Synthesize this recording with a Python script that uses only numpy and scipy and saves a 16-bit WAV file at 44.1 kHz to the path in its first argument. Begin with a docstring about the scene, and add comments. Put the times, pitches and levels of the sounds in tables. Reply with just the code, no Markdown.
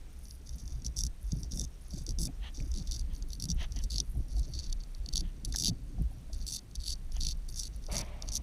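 """A dog claws at a rock in a shallow stream, heard by a camera in a waterproof housing on the sand nearby.
From the start, shoved water rumbles over hiss and a thin whine. A paw sifts sand, then claws slip over
the stone in gritty bursts that ring the housing, among bubbles and thudding blows, the hardest at 1.3 s.
From 2.4 s the dog huffs now and then. The clawing peaks near 5.6 s. At 7.9 s water splashes up and
rains back through the last scrapes."""
import sys
import numpy as np
from scipy import signal
from scipy.fft import rfft, irfft, next_fast_len
from scipy.io import wavfile
from scipy.ndimage import uniform_filter1d

SR = 44100
rng = np.random.default_rng(int(sys.argv[2]) if len(sys.argv) > 2 else 0)


def log_audio(samples):
    """Write samples as a 16-bit WAV file to the path given in sys.argv[1]."""
    # one column per channel
    frames = np.atleast_2d(samples).T
    # limit to full scale, then quantise
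    limited = np.clip(frames, -1, 1)
    pcm = np.round(limited * 32767).astype(np.int16)
    wavfile.write(sys.argv[1], SR, pcm)


N = 371575
T = np.arange(N) / SR

# spectrum of stream and circuit hiss: freq_hz, relative_density_db
HISS_SPECTRUM = [(53, -30), (90, 1), (255, -11), (568, -17.5), (737, -19), (1040, -23), (1190, -22.5),
                 (4260, -27), (4650, -30), (7490, -30.5), (8720, -32), (9720, -35), (14700, -37),
                 (16000, -38)]
# restless water between jolts: time_s, surge_db, rocking_db, churn_db
RESTLESS_WATER = [(0.0, -48, -50, -65), (0.49, -49, -48.5, -56), (0.7, -46.5, -45.5, -51),
                  (1.27, -47.5, -54, -68), (1.48, -47, -38.5, -52.5), (1.74, -47.5, -50.5, -65.5),
                  (2.16, -39, -48, -53), (2.42, -45.5, -42.5, -62), (2.81, -43, -52, -52),
                  (3.19, -42.5, -50, -53), (4.06, -51, -48, -60.5), (4.48, -44, -47, -47.5),
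                  (4.9, -42, -55.5, -60), (5.63, -44.5, -44.5, -50.5), (6.78, -51, -51, -56.5),
                  (7.16, -38, -47.5, -56), (8.12, -44, -43.5, -55.5), (8.43, -48, -52, -49)]
# surges of shoved water: start_s, length_s, level_db
WATER_SURGES = [(0.724, 0.043, -41.5), (1.1, 0.046, -43), (1.53, 0.046, -39), (2.072, 0.15, -40),
                (2.567, 0.1, -36.5), (2.716, 0.072, -34), (2.853, 0.29, -37), (3.22, 0.044, -39),
                (3.537, 0.13, -34.5), (3.76, 0.1, -35.5), (4.078, 0.17, -37.5), (4.304, 0.16, -37),
                (4.674, 0.13, -34.5), (5.128, 0.19, -39), (5.463, 0.083, -40.5), (5.66, 0.14, -41),
                (6.262, 0.055, -36), (6.365, 0.066, -35), (6.796, 0.037, -36.5), (6.896, 0.07, -41),
                (7.055, 0.35, -37), (7.572, 0.035, -46), (7.86, 0.096, -40), (8.242, 0.12, -40)]
# jolts that rock the housing: start_s, length_s, level_db
HOUSING_JOLTS = [(0.505, 0.052, -37), (0.631, 0.051, -38), (0.72, 0.066, -40), (0.876, 0.042, -36),
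                 (0.987, 0.11, -34), (1.239, 0.048, -33), (1.322, 0.062, -34), (1.412, 0.055, -44),
                 (1.582, 0.093, -40), (1.908, 0.044, -40.5), (1.987, 0.037, -40), (2.095, 0.16, -36.5),
                 (2.391, 0.046, -42.5), (2.601, 0.14, -34.5), (2.728, 0.031, -45), (2.784, 0.035, -52),
                 (2.817, 0.055, -38.5), (2.882, 0.19, -37.5), (3.113, 0.023, -37), (3.207, 0.073, -41),
                 (3.306, 0.043, -38), (3.442, 0.047, -44), (3.516, 0.12, -33), (3.717, 0.026, -35),
                 (3.744, 0.27, -36.5), (4.076, 0.049, -44), (4.153, 0.062, -35.5), (4.336, 0.089, -28.5),
                 (4.541, 0.066, -34.5), (4.627, 0.023, -43), (4.68, 0.06, -40.5), (4.767, 0.035, -44),
                 (5.003, 0.047, -37), (5.135, 0.076, -37.5), (5.22, 0.054, -38), (5.45, 0.03, -42),
                 (5.487, 0.065, -37.5), (5.606, 0.034, -48), (5.988, 0.084, -30.5), (6.318, 0.119, -38.5),
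                 (6.449, 0.041, -38.5), (6.765, 0.057, -36), (6.828, 0.035, -43), (6.895, 0.055, -39.5),
                 (7.145, 0.055, -36.5), (7.252, 0.072, -36.5), (7.75, 0.029, -41), (7.906, 0.044, -35.5),
                 (8.008, 0.047, -42), (8.264, 0.048, -36.5), (8.356, 0.029, -46), (8.394, 0.039, -37)]
# churned water and gravel: start_s, length_s, level_db, upper_re_level_db
CHURN_BURSTS = [(0.864, 0.03, -49.5, -5), (0.97, 0.046, -46, -8), (1.036, 0.039, -46.5, -8.5),
                (1.318, 0.095, -41.5, -14.5), (1.429, 0.042, -50, -8), (1.51, 0.14, -45.5, -5.5),
                (1.929, 0.059, -47, -3.5), (2.01, 0.034, -51, -5), (2.077, 0.04, -49, 0),
                (2.185, 0.116, -45, -3.5), (2.583, 0.089, -45.5, -6), (2.75, 0.072, -45.5, -7.5),
                (2.906, 0.028, -47.5, -13), (3.421, 0.14, -40, -17.5), (3.61, 0.024, -42, -14),
                (3.761, 0.027, -45.5, -7), (3.83, 0.043, -45.5, -10.5), (3.925, 0.042, -47, -5),
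                (3.99, 0.04, -51, 0.5), (4.012, 0.027, -56, -4), (4.143, 0.065, -43, -8),
                (5.062, 0.041, -47, -11), (5.132, 0.059, -46.5, -6), (5.199, 0.038, -46, -6),
                (5.24, 0.028, -48, -13), (5.415, 0.096, -44.5, -10), (5.537, 0.044, -48, -9),
                (5.604, 0.13, -41, -8), (5.946, 0.081, -44.5, -11.5), (7.229, 0.056, -45.5, -9),
                (7.918, 0.029, -46, -8), (7.943, 0.1, -46.5, -7), (8.35, 0.037, -53, -5)]
# single bubbles and pebble knocks: start_s, peak_db, pitch_hz, t60_s
BUBBLE_TONES = [(.553, -62, 690, 0.027), (2.279, -52, 2400, 0.014), (2.602, -42, 2380, 0.0073),
                (3.611, -44, 2000, .027), (3.62, -42, 680, 0.027), (4.343, -57, 617, .028),
                (4.369, -53, 714, 0.096), (5.543, -39, 1810, 0.0066), (5.548, -38, 1680, 0.012),
                (5.549, -41, 810, 0.014), (5.983, -48.5, 724, 0.044), (6.115, -53.5, 754, .035),
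                (6.299, -51, 640, .033), (7.094, -59, 700, 0.028), (7.167, -48, 715, 0.022)]
# huffs above the surface: start_s, length_s, level_db
DOG_HUFFS = [(2.44, 0.047, -50.5), (3.11, 0.034, -64), (3.605, 0.04, -46.5), (3.77, 0.037, -59.5),
             (5.24, .06, -66), (7.165, 0.012, -58)]
# throat and muzzle resonances: freq_hz, width_hz, gain_db
THROAT_MODES = [(840, 900, 1.5), (1890, 450, 6.5), (3080, 970, 9), (3940, 450, -3), (6200, 440, -5)]
# paw blows on the rock: start_s, peak_db, pitch_hz, t60_s
PAW_BLOWS = [(0.854, -41, 186, 0.055), (1.044, -39, 140, 0.094), (1.331, -23.5, 145, 0.048),
             (1.431, -39, 110, 0.067), (1.533, -34, 141, 0.047), (1.563, -34, 181, 0.037),
             (1.62, -43, 178, 0.11), (1.939, -36, 175, 0.052), (2.094, -37, 112, 0.066),
             (2.19, -36, 163, 0.24), (2.227, -38, 165, 0.097), (2.607, -33, 137, 0.077),
             (2.779, -47, 111, 0.04), (3.422, -51, 195, 0.15), (3.493, -28.5, 167, 0.12),
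             (3.909, -51, 152, 0.06), (4.168, -34, 121, 0.16), (5.684, -27.5, 193, 0.041),
             (5.995, -32.5, 188, 0.12), (6.012, -24.5, 152, 0.046), (7.922, -61, 127, 0.18),
             (8.283, -51, 110, 0.06)]
# housing resonances, the deep ones woken by firm contact: freq_hz, width_hz, gain_db
DEEP_MODES = [(2720, 200, -19.5), (4020, 1320, -4.5), (4523, 365, 7)]
BODY_MODES = [(3604, 190, -6), (4830, 280, 0), (5380, 490, -3), (5787, 680, 3.5), (6408, 620, -1)]
TREBLE_MODES = [(7620, 500, 5), (7760, 340, 3), (9160, 1500, 1.5), (10420, 1600, 3), (11300, 340, -18),
                (12200, 410, -1.5), (14330, 1200, -10), (14800, 1100, -33)]
# colour of fine sand and tiny bubbles: freq_hz, width_hz, gain_db
SPARKLE_MODES = [(9350, 1400, -1.5), (10730, 1500, 0.5), (12700, 1100, -8), (14300, 1500, -8.5)]
# tiny bubbles snapping near the housing: peak_s, level_db
BUBBLE_SNAPS = [(.131, -63), (.19, -58), (.56, -52), (1.229, -59), (3.288, -56), (3.546, -56), (4.1, -62),
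                (6.022, -53.5), (6.111, -65), (6.13, -63), (7.3735, -60), (7.762, -58)]
# paw sifting loose sand: start_s, length_s, level_db, treble_re_level_db
SAND_SIFTS = [(0.105, 0.12, -84, 7), (0.216, 0.14, -68.5, 2.5), (0.458, .32, -67, -7),
              (1.213, 0.055, -75, 5.5), (1.29, 0.16, -63, -6), (1.814, 0.23, -69.5, -3.5),
              (2.53, 0.48, -68, -5), (3.133, 0.053, -66, -1.5), (3.284, 0.083, -68, -4),
              (3.601, 0.03, -59, -7), (3.72, 0.13, -68, -5), (4.02, 0.2, -80.5, 9), (4.283, 0.4, -68, -6),
              (6.33, 0.18, -63.5, -6), (6.76, .1, -68, -14), (7.126, .09, -66, -4), (7.493, 0.093, -67, -1),
              (7.733, 0.028, -65, -17), (7.823, .09, -66.5, -9), (8.01, 0.047, -69, -3),
              (8.23, 0.14, -66, -7)]
# paw dragged over stone: start_s, end_s, level_db, treble_re_body_db, deep_re_body_db
PAW_STROKES = [(0.466, 0.475, -55, -6, -7), (0.583, 0.61, -58, -6, -6), (0.721, 0.729, -51, -12.5, -8),
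               (0.846, 0.874, -48.5, -12.5, -7), (0.962, 1.019, -43, -9.5, -15),
               (1.023, 1.077, -55.5, -6.5, -9), (1.306, 1.326, -56.5, -11, -8),
               (1.508, 1.537, -53.5, -13, -8.5), (1.541, 1.606, -48.5, -6, -26),
               (1.599, 1.652, -49, -8.5, -14), (1.911, 2, -55.5, -8, -8), (1.992, 2.028, -56.5, -6, -8),
               (2.063, 2.123, -59, -10, -6.5), (2.19, 2.274, -46, -4.5, -10.5),
               (2.544, 2.58, -56.5, -11, -8), (2.587, 2.611, -59, -7, -2), (2.716, 2.738, -66, -12, -32),
               (2.747, 2.83, -52.5, -12, -2.5), (2.87, 2.905, -58, -13, -6),
               (2.911, 2.971, -48.5, -12.5, -3), (2.97, 3.016, -56.5, -9, -1), (3.317, 3.34, -55, -4, -0.5),
               (3.398, 3.436, -52, -10.5, -3), (3.436, 3.471, -61, -7, -4.5),
               (3.485, 3.526, -48.5, -15.5, -8), (3.76, 3.773, -51.5, -14, -4), (3.82, 3.85, -58, -7, -4),
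               (3.901, 3.959, -48, -12, 0), (3.959, 4.016, -47.5, -15.5, -1), (4.304, 4.333, -60, -7, -3),
               (4.364, 4.404, -55.5, -8.5, 0), (4.43, 4.46, -56, -16, -3), (4.536, 4.612, -48, -16, 3.5),
               (4.613, 4.682, -53.5, -18, 1), (4.691, 4.707, -52, -12, 6), (4.719, 4.733, -49, -18, 3.5),
               (4.799, 4.818, -60, -28, 2), (5.125, 5.137, -46, -9, 4), (5.15, 5.212, -44, -12.5, -2),
               (5.446, 5.46, -49, -6, 2), (5.475, 5.504, -56.5, 0, 0), (5.538, 5.556, -46, -14, -3),
               (5.558, 5.584, -48.5, -6, -8), (5.584, 5.643, -38.5, -11, -10), (5.63, 5.7, -43, -11, -2.5),
               (6.334, 6.349, -55.5, -4, -1.5), (6.424, 6.44, -59, -7, 1), (6.466, 6.528, -48, -3.5, 0),
               (6.52, 6.57, -41.5, -7.5, -4), (6.572, 6.594, -50.5, -13, -2), (6.75, 6.76, -49.5, -9, -4),
               (6.796, 6.871, -55, -11, 5), (6.865, 6.94, -43, -11.5, 0.5), (7.203, 7.263, -44, -13.5, 1),
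               (7.247, 7.329, -42.5, -14, -1), (7.484, 7.503, -55, -3, -2), (7.558, 7.623, -44, -7.5, -9.5),
               (7.623, 7.679, -48.5, -9.5, 2), (7.914, 7.965, -48, -3, -2.5), (7.97, 8.017, -44.5, -7, -7),
               (8.272, 8.306, -53.5, -12, 0.5), (8.317, 8.38, -45, -6.5, -7.5)]
# claw slips that stand out: peak_s, level_db
CLAW_SLIPS = [(0.254, -49), (0.309, -47), (0.4926, -41.5), (0.6777, -45), (0.8205, -52), (0.847, -40),
              (0.8643, -32), (0.881, -50), (0.964, -58), (0.9885, -30), (1.0075, -35.5), (1.0363, -32),
              (1.0507, -41.5), (1.066, -38), (1.32, -39.5), (1.4325, -43), (1.52, -36.5), (1.5956, -31),
              (1.6143, -35), (1.9074, -47), (1.936, -46), (1.987, -49), (2.0654, -39.5), (2.0908, -36.5),
              (2.107, -40.5), (2.1864, -35), (2.2156, -38), (2.2327, -36.5), (2.2539, -35), (2.6237, -52),
              (2.7167, -44), (2.7402, -39.5), (2.7743, -39.5), (2.784, -46), (2.8741, -41), (2.9121, -36),
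              (2.942, -47), (2.9628, -38), (2.9944, -39.5), (3.1503, -50.5), (3.1628, -51), (3.224, -45),
              (3.3043, -47), (3.3323, -41.5), (3.3512, -48), (3.3991, -38.5), (3.4233, -32), (3.4399, -35),
              (3.4546, -38.5), (3.491, -40), (3.5013, -29), (3.5073, -39), (3.5154, -31), (3.7215, -43.5),
              (3.764, -50), (3.7888, -44.5), (3.8385, -42), (3.9055, -39.5), (3.929, -38), (3.9405, -46),
              (3.9588, -33.5), (3.9824, -28), (4.0019, -26), (4.3571, -58), (4.3952, -45.5), (4.5396, -45),
              (4.59, -35.5), (4.6415, -42.5), (4.7275, -33), (4.804, -49), (4.836, -49), (4.9487, -51),
              (5.061, -42.5), (5.0881, -37.5), (5.136, -36.5), (5.157, -28), (5.179, -37), (5.2073, -35),
              (5.449, -34), (5.5243, -34), (5.56, -27), (5.5689, -35), (5.5823, -40), (5.594, -45),
              (5.607, -30), (5.6227, -27), (5.6369, -30), (5.646, -26), (5.657, -24.5), (5.665, -26),
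              (5.6714, -28), (5.679, -29), (5.6893, -29.5), (5.697, -42), (6.331, -43), (6.4253, -52),
              (6.467, -44), (6.48, -42), (6.539, -38.5), (6.563, -34.5), (6.7123, -54), (6.802, -47),
              (6.8358, -44.5), (6.8597, -42), (6.882, -33.5), (6.905, -32), (6.955, -56), (7.1208, -46),
              (7.166, -45), (7.2059, -42.5), (7.2343, -35.5), (7.2497, -33), (7.268, -28.5), (7.288, -32),
              (7.3086, -40), (7.525, -49), (7.5427, -46), (7.5751, -51), (7.6025, -46), (7.6339, -34.5),
              (7.6533, -41), (7.84, -50.5), (7.8652, -43.5), (7.9285, -42), (7.9558, -37), (7.967, -29.5),
              (7.9816, -32.5), (7.99, -36), (8.2231, -38.5), (8.2879, -37), (8.3248, -42), (8.354, -28.5),
              (8.3612, -31.5), (8.3693, -33), (8.376, -40)]


def undb(db):
    return 10 ** (np.asarray(db) / 20)


def unit_rms(x):
    return x / np.sqrt(np.mean(x ** 2))


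def noise():
    return rng.standard_normal(N)


def resonate(x, hz, width_hz):
    """A resonance applied twice for steep skirts."""
    b, a = signal.iirpeak(hz, hz / width_hz, fs=SR)
    return signal.lfilter(b, a, signal.lfilter(b, a, x))


def band(lo_hz, hi_hz, steady=0.):
    """Band noise of rms 1; steady (0-1) flattens its swells."""
    x = signal.sosfiltfilt(signal.butter(2, [lo_hz, hi_hz], "band", fs=SR, output="sos"), noise())
    envelope = np.abs(signal.hilbert(x, next_fast_len(N))[:N])
    return unit_rms(x / (envelope + 1.04 * envelope.mean()) ** steady)


def flicker(rate_hz, spread_db):
    """Gain gliding between random levels."""
    hold = int(SR / rate_hz)
    steps = np.repeat(rng.standard_normal(N // hold + 1), hold)
    return undb(spread_db * np.sqrt(3 / 2) * uniform_filter1d(steps, hold)[:N])


def swells(rows, rise_s, fall_s, rest_db=-np.inf):
    """Envelope of rows (start_s, length_s, level_db) over a rest level: rise to the start, hold, fall."""
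    power = np.zeros(N)
    for start_s, length_s, level_db, *_ in rows:
        outside = np.maximum((start_s - T) / rise_s, (T - start_s - length_s) / fall_s).clip(0)
        power += undb(2 * level_db) * np.exp(-2 * outside)
    return np.hypot(np.sqrt(power), undb(rest_db))


def upper_rows(rows):
    return [(start_s, length_s, db + offset_db) for start_s, length_s, db, offset_db in rows]


def pulses(spikes, rise_s, fall_s):
    """Widen each spike to a lopsided Gaussian."""
    t = np.arange(-512, 513) / SR
    shape = np.exp(-(t / np.where(t < 0, rise_s, fall_s)) ** 2)
    return signal.fftconvolve(spikes, shape, "same").clip(0)


def damped_tones(rows, rise_s, glide):
    """Decaying sines; pitch climbs by the fraction glide over t60_s."""
    out = np.zeros(N + SR)
    for start_s, peak_db, pitch_hz, t60_s in rows:
        t = np.arange(int(t60_s * SR)) / SR
        envelope = (1 - np.exp(-t / rise_s)) * undb(-60 * t / t60_s)
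        tone = np.sin(2 * np.pi * pitch_hz * (t + glide * t ** 2 / (2 * t60_s)))
        i = int(start_s * SR)
        out[i:i + len(t)] += undb(peak_db) * envelope / envelope.max() * tone
    return out[:N]


def hiss(level_db=-60.5):
    """Broad noise of stream and circuit."""
    bins_hz = np.fft.rfftfreq(N, 1 / SR)
    freq_hz, density_db = np.transpose(HISS_SPECTRUM)
    shape_db = np.interp(np.log(bins_hz + 1), np.log(freq_hz), density_db, left=-120)
    coloured = irfft(rfft(noise()) * undb(shape_db), N)
    return undb(level_db) * unit_rms(coloured) * flicker(4.9, 0.69)


def camera_whine(pitch_hz=8570, frame_hz=60, level_db=-79):
    """A thin tone that pulses once a frame."""
    pulse = np.exp(1.5 * np.cos(2 * np.pi * frame_hz * T))
    return undb(level_db) * unit_rms(pulse * np.sin(2 * np.pi * pitch_hz * T))


def gurgle(lo_hz, hi_hz, kicks_per_s, step_db, damping, count):
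    """Air pockets and loose stones of several sizes, kicked at random, ring a few cycles."""
    out = 0
    for k, hz in enumerate(np.geomspace(lo_hz, hi_hz, count)):
        kicks = (rng.random(N) < kicks_per_s / SR) * noise() + 0.013 * noise()
        out += undb(step_db * k) * unit_rms(resonate(kicks, hz, damping * hz))
    return unit_rms(out)


def water_rumble():
    """Water surges, rocks the housing on the sand and churns around the stone."""
    time_s, *levels_db = np.transpose(RESTLESS_WATER)
    surge_db, rocking_db, churn_db = (np.interp(T, time_s, db) for db in levels_db)
    upper = gurgle(210.4, 322, kicks_per_s=25, step_db=-0.71, damping=0.21, count=5)
    upper += undb(-13) * gurgle(404, 717, kicks_per_s=30, step_db=-1.3, damping=0.17, count=4)
    lower = gurgle(103.7, 175, kicks_per_s=39, step_db=-1.58, damping=0.3, count=4)
    surge = swells(WATER_SURGES, 0.0083, 0.0083, surge_db) * band(18.8, 36.6, steady=0.93)
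    rocking = swells(HOUSING_JOLTS, 0.0082, 0.0082, rocking_db) * band(39, 67.7, steady=0.67)
    churn = swells(CHURN_BURSTS, 0.0038, 0.0064, churn_db) * lower
    froth = swells(upper_rows(CHURN_BURSTS), 0.0038, 0.0064, churn_db - 8.5) * upper
    return surge + rocking + churn + froth


def bubbles():
    """Single bubbles and knocked pebbles ring briefly."""
    return damped_tones(BUBBLE_TONES, rise_s=0.0004, glide=0.042)


def splash(start_s=7.886, hold_s=0.144, spray_lag_s=0.013, edge_s=0.0094):
    """Water bursts out, holds and rains back: spray hisses over gurgling air pockets."""
    def burst(onset_s, level_db, rain_db):
        end_s = start_s + hold_s
        thrown = swells([(onset_s, end_s - onset_s, level_db)], rise_s=0.002, fall_s=edge_s)
        rain = swells([(end_s, 0, rain_db)], rise_s=edge_s, fall_s=0.34)
        return np.hypot(thrown, rain)
    spray = unit_rms(resonate(noise(), 2230, 500)) + undb(3) * band(1400, 4000)
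    pockets = unit_rms(resonate(noise(), 613, 180))
    pockets += undb(-1.5) * band(560, 1280) + undb(-8) * band(340, 500)
    spray_gain = burst(start_s + spray_lag_s, level_db=-52, rain_db=-59.5) * flicker(90, 2)
    pocket_gain = burst(start_s, level_db=-49, rain_db=-55) * flicker(60, 1.5)
    return spray_gain * unit_rms(spray) + pocket_gain * unit_rms(pockets)


def huffs():
    """Breath noise through throat and muzzle resonances."""
    breath = sum(undb(db) * resonate(noise(), hz, width_hz) for hz, width_hz, db in THROAT_MODES)
    return swells(DOG_HUFFS, rise_s=0.015, fall_s=0.0077) * flicker(90, 1) * unit_rms(breath)


def paw_thuds():
    """Blows on the rock arrive as low damped tones."""
    return damped_tones(PAW_BLOWS, rise_s=0.0015, glide=0.027)


def grains(per_s, scatter_db, bed):
    """Envelope of random grains, a few large, on a bed of finer ones."""
    spikes = (rng.random(N) < per_s / SR) * undb(scatter_db * rng.exponential(size=N))
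    return unit_rms(pulses(spikes, rise_s=0.00057, fall_s=0.00051) + bed)


def snaps(rows, scatter_db=0, rise_s=0.0007, tail_db=-17.5):
    """Envelope of slips or bubble snaps: a sharp peak, then a crumbling tail."""
    peak_s, level_db = np.transpose(rows)
    if scatter_db:
        level_db = level_db + scatter_db * rng.standard_normal(len(rows))
    spikes = np.zeros(N)
    spikes[(peak_s * SR).astype(int)] = undb(level_db)
    return pulses(spikes, rise_s, fall_s=0.001) + undb(tail_db) * pulses(spikes, rise_s, fall_s=0.004)


def chatter(modes, envelope):
    """Noise-driven modes under one envelope; each wavers as the contact point moves."""
    out = power = 0
    for hz, width_hz, gain_db in modes:
        drive = noise() * envelope * flicker(rate_hz=14, spread_db=1.5)
        out += undb(gain_db) * resonate(drive, hz, width_hz)
        power += undb(2 * gain_db) * width_hz * np.pi / 4 / SR
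    return out / np.sqrt(power)


def claws(slip_treble_db=-13.5, sand_deep_db=-3.5):
    """Slips, dragged grit, sifted sand and snapping bubbles ring the housing."""
    sand = swells(SAND_SIFTS, 0.0066, 0.019, rest_db=-76.5)
    fizz = swells(upper_rows(SAND_SIFTS), 0.0066, 0.019, rest_db=-80)
    pressure = np.zeros(N)
    treble_db = np.full(N, slip_treble_db)
    starts_s, *_, strokes_deep_db = np.transpose(PAW_STROKES)
    deep_db = np.interp(T, starts_s, strokes_deep_db) + sand_deep_db  # loose sand wakes the deep ring less
    for start_s, end_s, level_db, bright_db, ring_db in PAW_STROKES:
        held = slice(int(start_s * SR), int(end_s * SR))
        pressure[held] = undb(level_db)
        sand[held] = fizz[held] = 0
        treble_db[held], deep_db[held] = bright_db, ring_db
    grit = grains(per_s=300, scatter_db=2.95, bed=0.56) * uniform_filter1d(pressure, 45)
    treble = np.hypot(snaps(CLAW_SLIPS, scatter_db=1), grit) * uniform_filter1d(undb(treble_db), 100)
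    body = np.hypot(snaps(CLAW_SLIPS), grit + grains(per_s=250, scatter_db=2.4, bed=0.49) * sand)
    sparkle = grains(per_s=250, scatter_db=1.7, bed=0.4) * fizz + snaps(BUBBLE_SNAPS)
    deep_share = uniform_filter1d(1 / (1 + undb(-2 * deep_db)), 100)
    return (chatter(DEEP_MODES, body * np.sqrt(deep_share))
            + chatter(BODY_MODES, body * np.sqrt(1 - deep_share))
            + chatter(TREBLE_MODES, treble) + chatter(SPARKLE_MODES, sparkle))


def scene():
    mix = claws() + water_rumble() + paw_thuds() + huffs() + splash() + bubbles()
    return (mix + hiss() + camera_whine())[None]


def record(dry, cutoff_hz=15350):
    """The camera cuts the top."""
    return signal.sosfilt(signal.ellip(8, .2, 70, cutoff_hz, fs=SR, output="sos"), dry)


dry = scene()
out = record(dry)
log_audio(out)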